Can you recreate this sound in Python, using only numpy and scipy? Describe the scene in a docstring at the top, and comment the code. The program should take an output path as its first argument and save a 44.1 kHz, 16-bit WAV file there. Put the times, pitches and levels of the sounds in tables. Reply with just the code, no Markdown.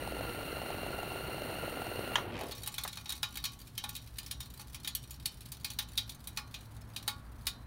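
"""A radiant propane heater, close to one microphone in a small room, burning and then shut off.
The flame roars and putters while the gas jet hisses in its mixing tube. The valve clicks shut, the gas
runs out and the flame flutters away. The hot mesh and reflector then shrink, slipping in ticks and
pings that ring the sheet metal. Behind the heater lie a low room hum and a faint distant rush."""
import sys
import numpy as np
from scipy import signal
from scipy.fft import rfft, irfft, next_fast_len
from scipy.io import wavfile

SR = 44100
rng = np.random.default_rng(int(sys.argv[2]) if len(sys.argv) > 2 else 0)


def output_pcm(signal):
    """Save a mono or channel-first signal as 16-bit PCM at the path in sys.argv[1].

    Samples are clipped to [-1, 1] before scaling.
    """
    pcm = np.clip(np.atleast_2d(signal).T, -1, 1) * 32767
    wavfile.write(sys.argv[1], SR, np.round(pcm).astype(np.int16))


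N = 337806
TIME = np.arange(N) / SR
SHUT_S, FLAME_OUT_S = 2.165, 2.421  # the flame briefly outlives the closing of the valve


def undb(db):
    """Decibels to gain."""
    return 10 ** (np.asarray(db) / 20)


def since(s):
    """Seconds gone by since time s, 0 before it."""
    return np.maximum(TIME - s, 0)


def curve(table):
    """Rows of (t/s, value) joined at every sample."""
    return np.interp(TIME, *np.transpose(table))


def contour(points, hz):
    """Rows of (f/Hz, value) joined on a log-frequency axis."""
    at, value = np.transpose(points)
    return np.interp(np.log(np.maximum(hz, 1)), np.log(at), value)


def bins(size):
    """Frequencies in the spectrum of a sound of size samples."""
    return np.fft.rfftfreq(size, 1 / SR)


def resonance(hz, centre_hz, width_hz):
    """Magnitude response of one resonance, 1 at its centre."""
    return abs(1j * hz * width_hz / (centre_hz ** 2 - hz ** 2 + 1j * hz * width_hz))


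def bumps(table, hz):
    """Rounded peaks and dips in dB from rows of (f/Hz, width/Hz, boost/dB)."""
    return sum(db * resonance(hz, f, width) ** 2 for f, width, db in table)


def unit(x):
    """Scale to rms 1."""
    return x / np.sqrt(np.mean(x ** 2))


def noise(response):
    """Steady noise of rms 1 with the given response over frequency."""
    size = next_fast_len(N, True)
    spectrum = rfft(rng.standard_normal(size)) * response(bins(size))
    return unit(irfft(spectrum, size)[:N])


def band(centre_hz, width_hz):
    """One band of noise, rms 1."""
    return noise(lambda hz: resonance(hz, centre_hz, width_hz) ** 2)


def walk(rate_hz):
    """Smooth random wandering with a spread near 1."""
    return noise(lambda hz: np.exp(-(hz / rate_hz) ** 2))


def bell(t, spread):
    """Gaussian swell, 1 at t = 0."""
    return np.exp(-.5 * (t / spread) ** 2)


def fade(t, t60):
    """Exponential decay, 60 dB down after t60."""
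    return np.exp(-np.log(1000) * t / t60)


def colour(x, db):
    """Causal filter with the given dB per bin, so that attacks stay sharp."""
    cepstrum = irfft(np.log(undb(db)))
    cepstrum[1:len(x) // 2] *= 2
    cepstrum[len(x) // 2 + 1:] = 0
    return irfft(rfft(x) * np.exp(rfft(cepstrum)))


def add(out, s, sound):
    """Mix a sound in at time s."""
    start = max(int(s * SR), 0)
    part = sound[:max(N - start, 0)]
    out[start:start + len(part)] += part


def putter(rate_hz=23.47, jitter=.1, level_db=-34, scatter_db=1.9):
    """The flame pops at a loose beat until the valve shuts: rows of (t/s, relative level/dB)."""
    gap, strength = rng.standard_normal((64, 2)).T
    times = (np.cumsum(np.exp(jitter * gap)) - .5) / rate_hz
    return [(s, level_db + scatter_db * luck) for s, luck in zip(times, strength) if s < SHUT_S]


# the flame's roar from close by: f/Hz, relative level/dB
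ROAR_SPECTRUM = [(40, -7), (100, 2.5), (140, 2), (185, -1), (320, 1.5), (480, -1.5), (780, -2.5),
                 (1050, -7.5), (2000, -14.5), (3000, -14), (6000, -48), (16000, -71)]
# cavity resonances of the burner bowl: f/Hz, width/Hz, boost/dB
BOWL_MODES = [(305, 25, 4), (385, 22, 5), (483, 22, 6), (583, 24, 5)]
# last gasps of the flame: t/s, relative level/dB
LAST_GASPS = [(2.415, -33), (2.435, -36), (2.496, -36)]
def flame(roar_db=-43.5, flicker_db=2, flare_db=3, flare_s=0.047, dying_db_per_s=86,
          pop_gain_db=2, pop_hz=620, pop_s=0.0011, edge_db=-15):
    """Turbulence roars in the bowl, flares and dies; pockets of gas ignite in short, crisp pops."""
    burn_db = flare_db * np.exp(-abs(TIME - FLAME_OUT_S) / flare_s) - dying_db_per_s * since(FLAME_OUT_S)
    out = noise(lambda hz: undb(contour(ROAR_SPECTRUM, hz) + bumps(BOWL_MODES, hz)))
    out *= undb(roar_db + burn_db + flicker_db * walk(96))
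    t, pockets = np.arange(-256, 256) / SR, np.zeros(N)
    for s, db in LAST_GASPS + putter():
        pitch, length, phase = rng.standard_normal(3)
        pocket = undb(db + pop_gain_db) * bell(t, pop_s * np.exp(0.055 * length))
        pop = pocket * np.cos(2 * np.pi * pop_hz * np.exp(.12 * pitch) * t + phase)
        add(out, s + t[0], pop)
        add(pockets, s + t[0], pocket)
    crisp_edges = undb(edge_db) * pockets * band(centre_hz=1400, width_hz=2800)
    return out + crisp_edges


# broad hiss at the nozzle: f/Hz, relative level/dB
HISS_SPECTRUM = [(500, -11), (1100, -32), (1650, -13.5), (2050, -6), (2400, -15), (3300, -28), (3800, -14),
                 (5000, -29), (6200, -27.5), (7000, -23.5), (7700, -32), (8500, -21.5), (12000, -23),
                 (16000, -26)]
# resonances of the mixing tube: f/Hz, width/Hz, relative level/dB
TUBE_MODES = [(1388, 70, 5), (2780, 100, 3), (4130, 130, -7), (4330, 130, -7.5), (5650, 90, -17),
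              (8885, 200, -12), (9210, 200, -12), (9920, 220, -16), (11000, 450, -20), (11560, 150, -15),
              (12700, 260, -14), (13520, 260, -16), (14000, 250, -17), (14820, 300, -17), (15450, 220, -17),
              (15700, 110, -15)]
def jet(hiss_db=-45, tube_db=1, flicker_db=1, bleed_db_per_s=90):
    """Gas from the nozzle blows the mixing tube; with the valve shut, pressure and hiss sink away."""
    def response(hz):
        tube_power = sum((undb(db + tube_db) * resonance(hz, f, width) * resonance(hz, f, 6 * width)) ** 2
                         for f, width, db in TUBE_MODES)
        return np.sqrt(tube_power + undb(contour(HISS_SPECTRUM, hz)) ** 2)
    return noise(response) * undb(hiss_db - bleed_db_per_s * since(SHUT_S) + flicker_db * walk(91))


# room tone behind the heater: f/Hz, relative level/dB
RUMBLE_SPECTRUM = [(20, -11), (35, -9), (56, -3.5), (80, -3.5), (125, 1.5), (180, -8.5), (250, -9),
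                   (350, -18), (500, -23.5), (1000, -22), (2000, -29), (5000, -50), (16000, -51)]
# swells of the room's low boom: t/s, level/dB
BOOM_LEVELS = [(0, -50.5), (1.3, -53.5), (1.6, -58.5), (3.9, -57.5), (4.35, -52), (5.6, -55), (7.15, -54.5),
               (7.35, -50), (7.66, -51)]
# swells of the room's hum: t/s, relative level/dB
HUM_LEVELS = [(2.7, -56.5), (2.78, -66), (3.78, -54.5), (5.16, -63.5), (6.06, -49.5), (6.21, -64),
              (6.82, -49), (7.62, -60.5), (7.66, -60)]
def room(rumble_db=-54, hum_gain_db=-2, hum_hz=109, waver_hz=0.92):
    """The small room: low rumble, a swelling boom and a wavering hum."""
    rumble = noise(lambda hz: undb(contour(RUMBLE_SPECTRUM, hz))) * undb(rumble_db)
    boom = band(centre_hz=59, width_hz=20) * undb(curve(BOOM_LEVELS))
    hum_phase = 2 * np.pi * np.cumsum(hum_hz + waver_hz * walk(8.6)) / SR
    hum = np.sqrt(2) * np.sin(hum_phase) * undb(hum_gain_db + curve(HUM_LEVELS))
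    return rumble + boom + hum


# a rush far from the microphone: f/Hz, relative level/dB
RUSH_SPECTRUM = [(100, -1), (250, 14), (340, -1.5), (600, 0.5), (1000, 1.5), (1700, -2.5), (2600, -14),
                 (6000, -26), (16000, -49)]
def distant_rush(far_db=-72, near_db=-60, nearest_s=6.86, rise_db_per_s=8):
    """A faint rush grows as it draws nearer, then holds its level."""
    level_db = np.maximum(far_db, near_db - rise_db_per_s * np.maximum(nearest_s - TIME, 0))
    return noise(lambda hz: undb(contour(RUSH_SPECTRUM, hz))) * undb(level_db)


def spot_colour(hz, ping_hz, low_db, snap_db):
    """Response in dB of one spot on the metal: each has its own low body, ping and treble snap."""
    tilt_db = contour([(1100, low_db), (1800, 0.5 * low_db), (2900, 0), (5500, 0), (8500, snap_db)], hz)
    ping_db = bumps([(ping_hz, 240, 5)], hz)
    ripple = np.interp(hz / 170, np.arange(256), rng.standard_normal(256))  # a peak or dip every 170 Hz
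    depth_db = 3.2 * np.minimum(hz / 3500, 1)  # long waves depend less on the spot
    return tilt_db + ping_db + depth_db * ripple


# diffuse ring of the sheet metal and the room: f/Hz, t60/s, relative level/dB
TAIL_BANDS = [(800, 0.26, -6.5), (1620, 0.13, -2), (3980, 0.21, -10.5), (6840, 0.18, -13),
              (10600, 0.25, -29), (16000, 0.13, -25)]
def diffuse_tail(t):
    """A wash of noise rings on in metal and room, each band dying at its own rate."""
    wash, hz = rfft(rng.standard_normal(len(t))), bins(len(t))
    centres = [row[0] for row in TAIL_BANDS]
    return sum(irfft(wash * np.interp(hz, centres, share)) * undb(db) * fade(t, t60)
               for share, (_, t60, db) in zip(np.eye(len(centres)), TAIL_BANDS))


# ringing modes of the reflector: f/Hz, relative level/dB, t60/s
REFLECTOR_MODES = [(839, 1.5, 0.21), (1123, -5, 0.47), (1153, -11, 0.28), (1208, -9, 0.35),
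                   (1423, -5.5, 0.43), (1810, -11, 0.2), (2196, 1.5, 0.15), (2427, -22, 0.14),
                   (2410, -9, 0.28), (3020, -28, 0.21), (3180, 6, 0.12), (3050, -4, 0.36),
                   (3770, -21, 0.053), (3730, -0.5, 0.24), (3520, -14, 0.1), (3860, 7.5, 0.16),
                   (4000, -21, 0.27), (3870, -9, 0.25), (4070, -5, 0.48), (4500, -9, 0.16), (4480, 1, 0.2),
                   (4530, -35, 0.1), (5110, 2, 0.15), (5710, -3.5, 0.31), (6760, 4.5, 0.14)]
def metal_click(body_db, ping_hz, low_db, snap_db, crack_t60, tail_db, ping_db,
                ring_db=None, rise_s=0.0011, peak_db=4.5, peak_t60=0.014):
    """Metal slips or is struck: a crack, a tail, a ping and, given ring_db, the reflector's modes."""
    size = 2 * (len(body_db) - 1)
    t, hz = np.arange(size) / SR, bins(size)
    # the first waves are strongest, before they spread through the sheet
    crack = rng.standard_normal(size) * (fade(t, crack_t60) + undb(peak_db) * fade(t, peak_t60))
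    crack *= undb(np.repeat(rng.standard_normal(size // 16), 16))  # 1 dB of roughness
    tail = undb(tail_db) * diffuse_tail(t)
    spot_db = spot_colour(hz, ping_hz, low_db, snap_db)
    attack = 1 - np.exp(-t / rise_s)
    sound = colour((crack + tail) * attack, body_db + spot_db)
    sound += undb(ping_db) * fade(t, t60=0.088) * np.sin(2 * np.pi * ping_hz * t)
    if ring_db is not None:
        for f, db, t60 in REFLECTOR_MODES:
            luck, sign, shift = rng.standard_normal(3)
            gain = np.sign(sign) * undb(ring_db + db + np.interp(f, hz, spot_db) + 4.5 * np.tanh(luck))
            # high modes lie close together: each click wakes a slightly different one
            mode_hz = f * (1 + 0.0122 * shift * (f / REFLECTOR_MODES[-1][0]) ** 2)
            sound += gain * fade(t, t60) * np.sin(2 * np.pi * mode_hz * t)
    return sound


# response of the brass valve body: f/Hz, relative level/dB
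VALVE_SPECTRUM = [(150, -14), (600, -2), (1000, 4.5), (1400, 1), (1900, 6), (2400, -3), (3300, 9.5),
                  (4300, -13), (6300, 1.5), (8000, -19), (16000, -31)]
# valve and knob contacts: t/s, relative level/dB, ping f/Hz, low body/dB, snap/dB, rise/s, crack t60/s
VALVE_CONTACTS = [(2.156, -33, 3270, -3, -11, 0.00015, .014), (2.156, -31, 3140, 6.5, 7, .0002, .016),
                  (2.159, -32.5, 6200, 4, -27, 0.00024, 0.023), (2.181, -46, 1410, 20, -7, 0.0027, 0.033),
                  (2.8488, -55.5, 1640, 19.5, -10, 0.0018, 0.068)]
def valve(gain_db=14):
    """Close to the microphone the valve snaps shut in a few quick contacts; a dull knock follows."""
    out, body_db = np.zeros(N), contour(VALVE_SPECTRUM, bins(size=16384))
    for s, db, ping_hz, low_db, snap_db, rise_s, crack_t60 in VALVE_CONTACTS:
        contact = metal_click(body_db, ping_hz, low_db, snap_db, crack_t60, tail_db=-14.5, ping_db=-36,
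                              ring_db=-40, rise_s=rise_s, peak_db=-14, peak_t60=0.0012)
        add(out, s, undb(db + gain_db) * contact)
    return out


def flutter(level_db=-48, at_s=2.377, spread_s=0.039, rate_hz=105):
    """Starved of gas, the flame sinks onto the mesh and flutters in quick spits."""
    phase = 2 * np.pi * np.cumsum(rate_hz * np.exp(0.2055 * walk(44))) / SR
    pulses = unit(np.exp(0.92 * np.cos(phase)))
    spits = pulses * band(centre_hz=2400, width_hz=2200)
    return undb(level_db) * spits * bell(TIME - at_s, spread_s)


# broad response of reflector and mesh from close by: f/Hz, relative level/dB
SHELL_SPECTRUM = [(200, -42), (620, -19.5), (850, -14), (2000, -9), (2600, -4), (3600, -0.5), (4500, -1.5),
                  (5700, -5.5), (7600, -7), (9700, -1), (10500, -4), (16000, -5.5)]
# clusters and gaps among the reflector's modes: f/Hz, width/Hz, boost/dB
MODE_CLUSTERS = [(853, 88, 7.5), (1077, 125, 5.5), (1784, 33, 10.5), (2440, 125, 6), (2733, 60, -9),
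                 (3795, 86, 6), (4360, 190, 5), (4990, 220, -4), (4700, 90, 1.5), (5770, 120, 6)]
def shell(size):
    """Response of mesh and reflector in dB, for a sound of size samples."""
    return contour(SHELL_SPECTRUM, bins(size)) + bumps(MODE_CLUSTERS, bins(size))


def crackle(count=240, from_s=2.38, for_s=5.3, thinning=1.3, level_db=-53.5, scatter_db=6,
            flurry_at_s=2.55, flurry_s=0.034, flurry_db=9.5, fade_from_s=5.73, fade_db_per_s=6.5):
    """Single wires of the cooling mesh slip and tinkle: a flurry, then rarer and at last fainter."""
    out, body_db = np.zeros(N), shell(size=4096)
    for k, (jitter, strength, pitch, snap) in enumerate(rng.random((count, 4))):
        s = from_s + for_s * ((k + 4 * jitter) / count) ** thinning
        db = level_db + scatter_db * (2 * strength - 1)
        db += flurry_db * bell(s - flurry_at_s, flurry_s)
        db -= fade_db_per_s * max(s - fade_from_s, 0)
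        tinkle = metal_click(body_db, ping_hz=3500 + 3800 * pitch, low_db=-1.5, snap_db=5 * snap,
                             crack_t60=0.069, tail_db=4.5, ping_db=-8.5)
        add(out, s, undb(db) * tinkle)
    return out


# loud cooling ticks, close to the microphone: t/s, relative level/dB, ping f/Hz, low body/dB, snap/dB
COOLING_TICKS = [(2.409, -48.5, 2570, 14, -2), (2.511, -49, 4280, 5, -3), (2.5187, -43.5, 4330, 1, -5),
                 (2.633, -47.5, 3840, -1, 3), (2.661, -47, 3760, -5, 2), (2.6742, -41.5, 2930, 4.5, 6),
                 (2.7410, -46, 4230, -4, 1), (2.7815, -37.5, 3450, 3, -2.5), (2.8359, -44.5, 3600, 2, 7),
                 (2.8761, -41, 3750, 1, 0.5), (2.929, -47, 4250, -5, -4), (2.9717, -44, 3760, 5, -6.5),
                 (3.0573, -44.5, 3830, -2, -10), (3.0927, -42.5, 3920, -6, 0), (3.102, -42, 3830, 1, 0),
                 (3.1218, -42.5, 3690, 4, 1), (3.2298, -34.5, 3810, 3, -3.5), (3.3556, -49.5, 3960, 5, 3),
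                 (3.3708, -41, 3810, 2, -0.5), (3.44, -38.5, 4300, -2, 0.5), (3.4525, -36.5, 4250, -4, -3),
                 (3.778, -37.5, 3120, -8, -2.5), (3.839, -41, 3760, 9, -4.5), (3.891, -46, 3800, -2, 3),
                 (3.9517, -44.5, 4500, -10, -2), (3.963, -47, 3720, -9, 4),
                 (4.1843, -41.5, 4780, -4.5, 0.5), (4.262, -48, 5600, -7, 0.5),
                 (4.311, -41.5, 3620, -2.5, 3), (4.4044, -46, 3660, 2, 2.5), (4.5953, -52, 4400, 10.5, -1),
                 (4.745, -46.5, 2390, 0, 1.5), (4.8463, -43, 3740, -1, -5), (4.8746, -37.5, 3400, -6, -0.5),
                 (4.95, -41, 4300, -9, 7.5), (5.107, -49.5, 6970, -15, 4.5),
                 (5.2566, -35.5, 4430, -12, 0.5), (5.5186, -49, 4720, -5, 6), (5.6453, -37, 4700, -5, -3),
                 (5.702, -46, 3400, -5, 0.5), (5.7874, -34, 3520, 0, -2), (5.9763, -31.5, 3880, -11, -4.5),
                 (6.0936, -48.5, 3760, -4, 3), (6.2723, -49, 3970, -3, 7.5),
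                 (6.3725, -38.5, 2510, 7.5, -3.5), (6.5415, -42.5, 2530, -7, -8),
                 (6.962, -41.5, 3820, -6, -3.5), (7.026, -54.5, 3770, 1, -2), (7.0778, -35, 4540, 7, 0),
                 (7.4683, -33, 3740, -4.5, -3)]
def ticks(gain_db=9, creep_lead_s=.013, creep_db=-24, creep_scatter_db=4):
    """Shrinking metal sticks and slips at its joints, each time after a faint first creep."""
    out, body_db, creep_body_db = np.zeros(N), shell(size=16384), shell(size=4096)
    for s, db, ping_hz, low_db, snap_db in COOLING_TICKS:
        # the crack lasts longer as the metal cools, and is shorter the snappier it is
        crack_t60 = 0.055 * np.exp(0.12 * (s - FLAME_OUT_S) - 0.0072 * snap_db)
        tick = metal_click(body_db, ping_hz, low_db, snap_db, crack_t60,
                           tail_db=3, ping_db=-10.5, ring_db=-26)
        add(out, s, undb(db + gain_db) * tick)
        lead, luck = rng.standard_normal(2)
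        creep = metal_click(creep_body_db, ping_hz, low_db, snap_db=4, crack_t60=0.028,
                            tail_db=-1, ping_db=-20, rise_s=0.0023)
        creep *= undb(db + gain_db + creep_db + creep_scatter_db * luck)
        add(out, s - creep_lead_s * np.exp(0.44 * lead), creep)
    return out


def sizzle(start_db=-65, fade_db_per_s=1, flicker_db=3, flicker_hz=45):
    """Once the flame is out, countless tiny slips blend into a sizzle that fades as the mesh cools."""
    level_db = start_db - fade_db_per_s * since(FLAME_OUT_S) + flicker_db * walk(flicker_hz)
    return noise(lambda hz: undb(contour(SHELL_SPECTRUM, hz))) * undb(level_db) * (TIME > FLAME_OUT_S)


def scene():
    """One microphone close to the heater, with the small room behind it."""
    heater = flame() + flutter() + jet() + valve() + ticks() + crackle() + sizzle()
    return (heater + room() + distant_rush())[None]


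def record(dry, top_hz=15750):
    """The recorder cuts the top of the treble."""
    return signal.sosfilt(signal.ellip(10, .2, 70, top_hz, fs=SR, output="sos"), dry)


dry = scene()
out = record(dry)
output_pcm(out)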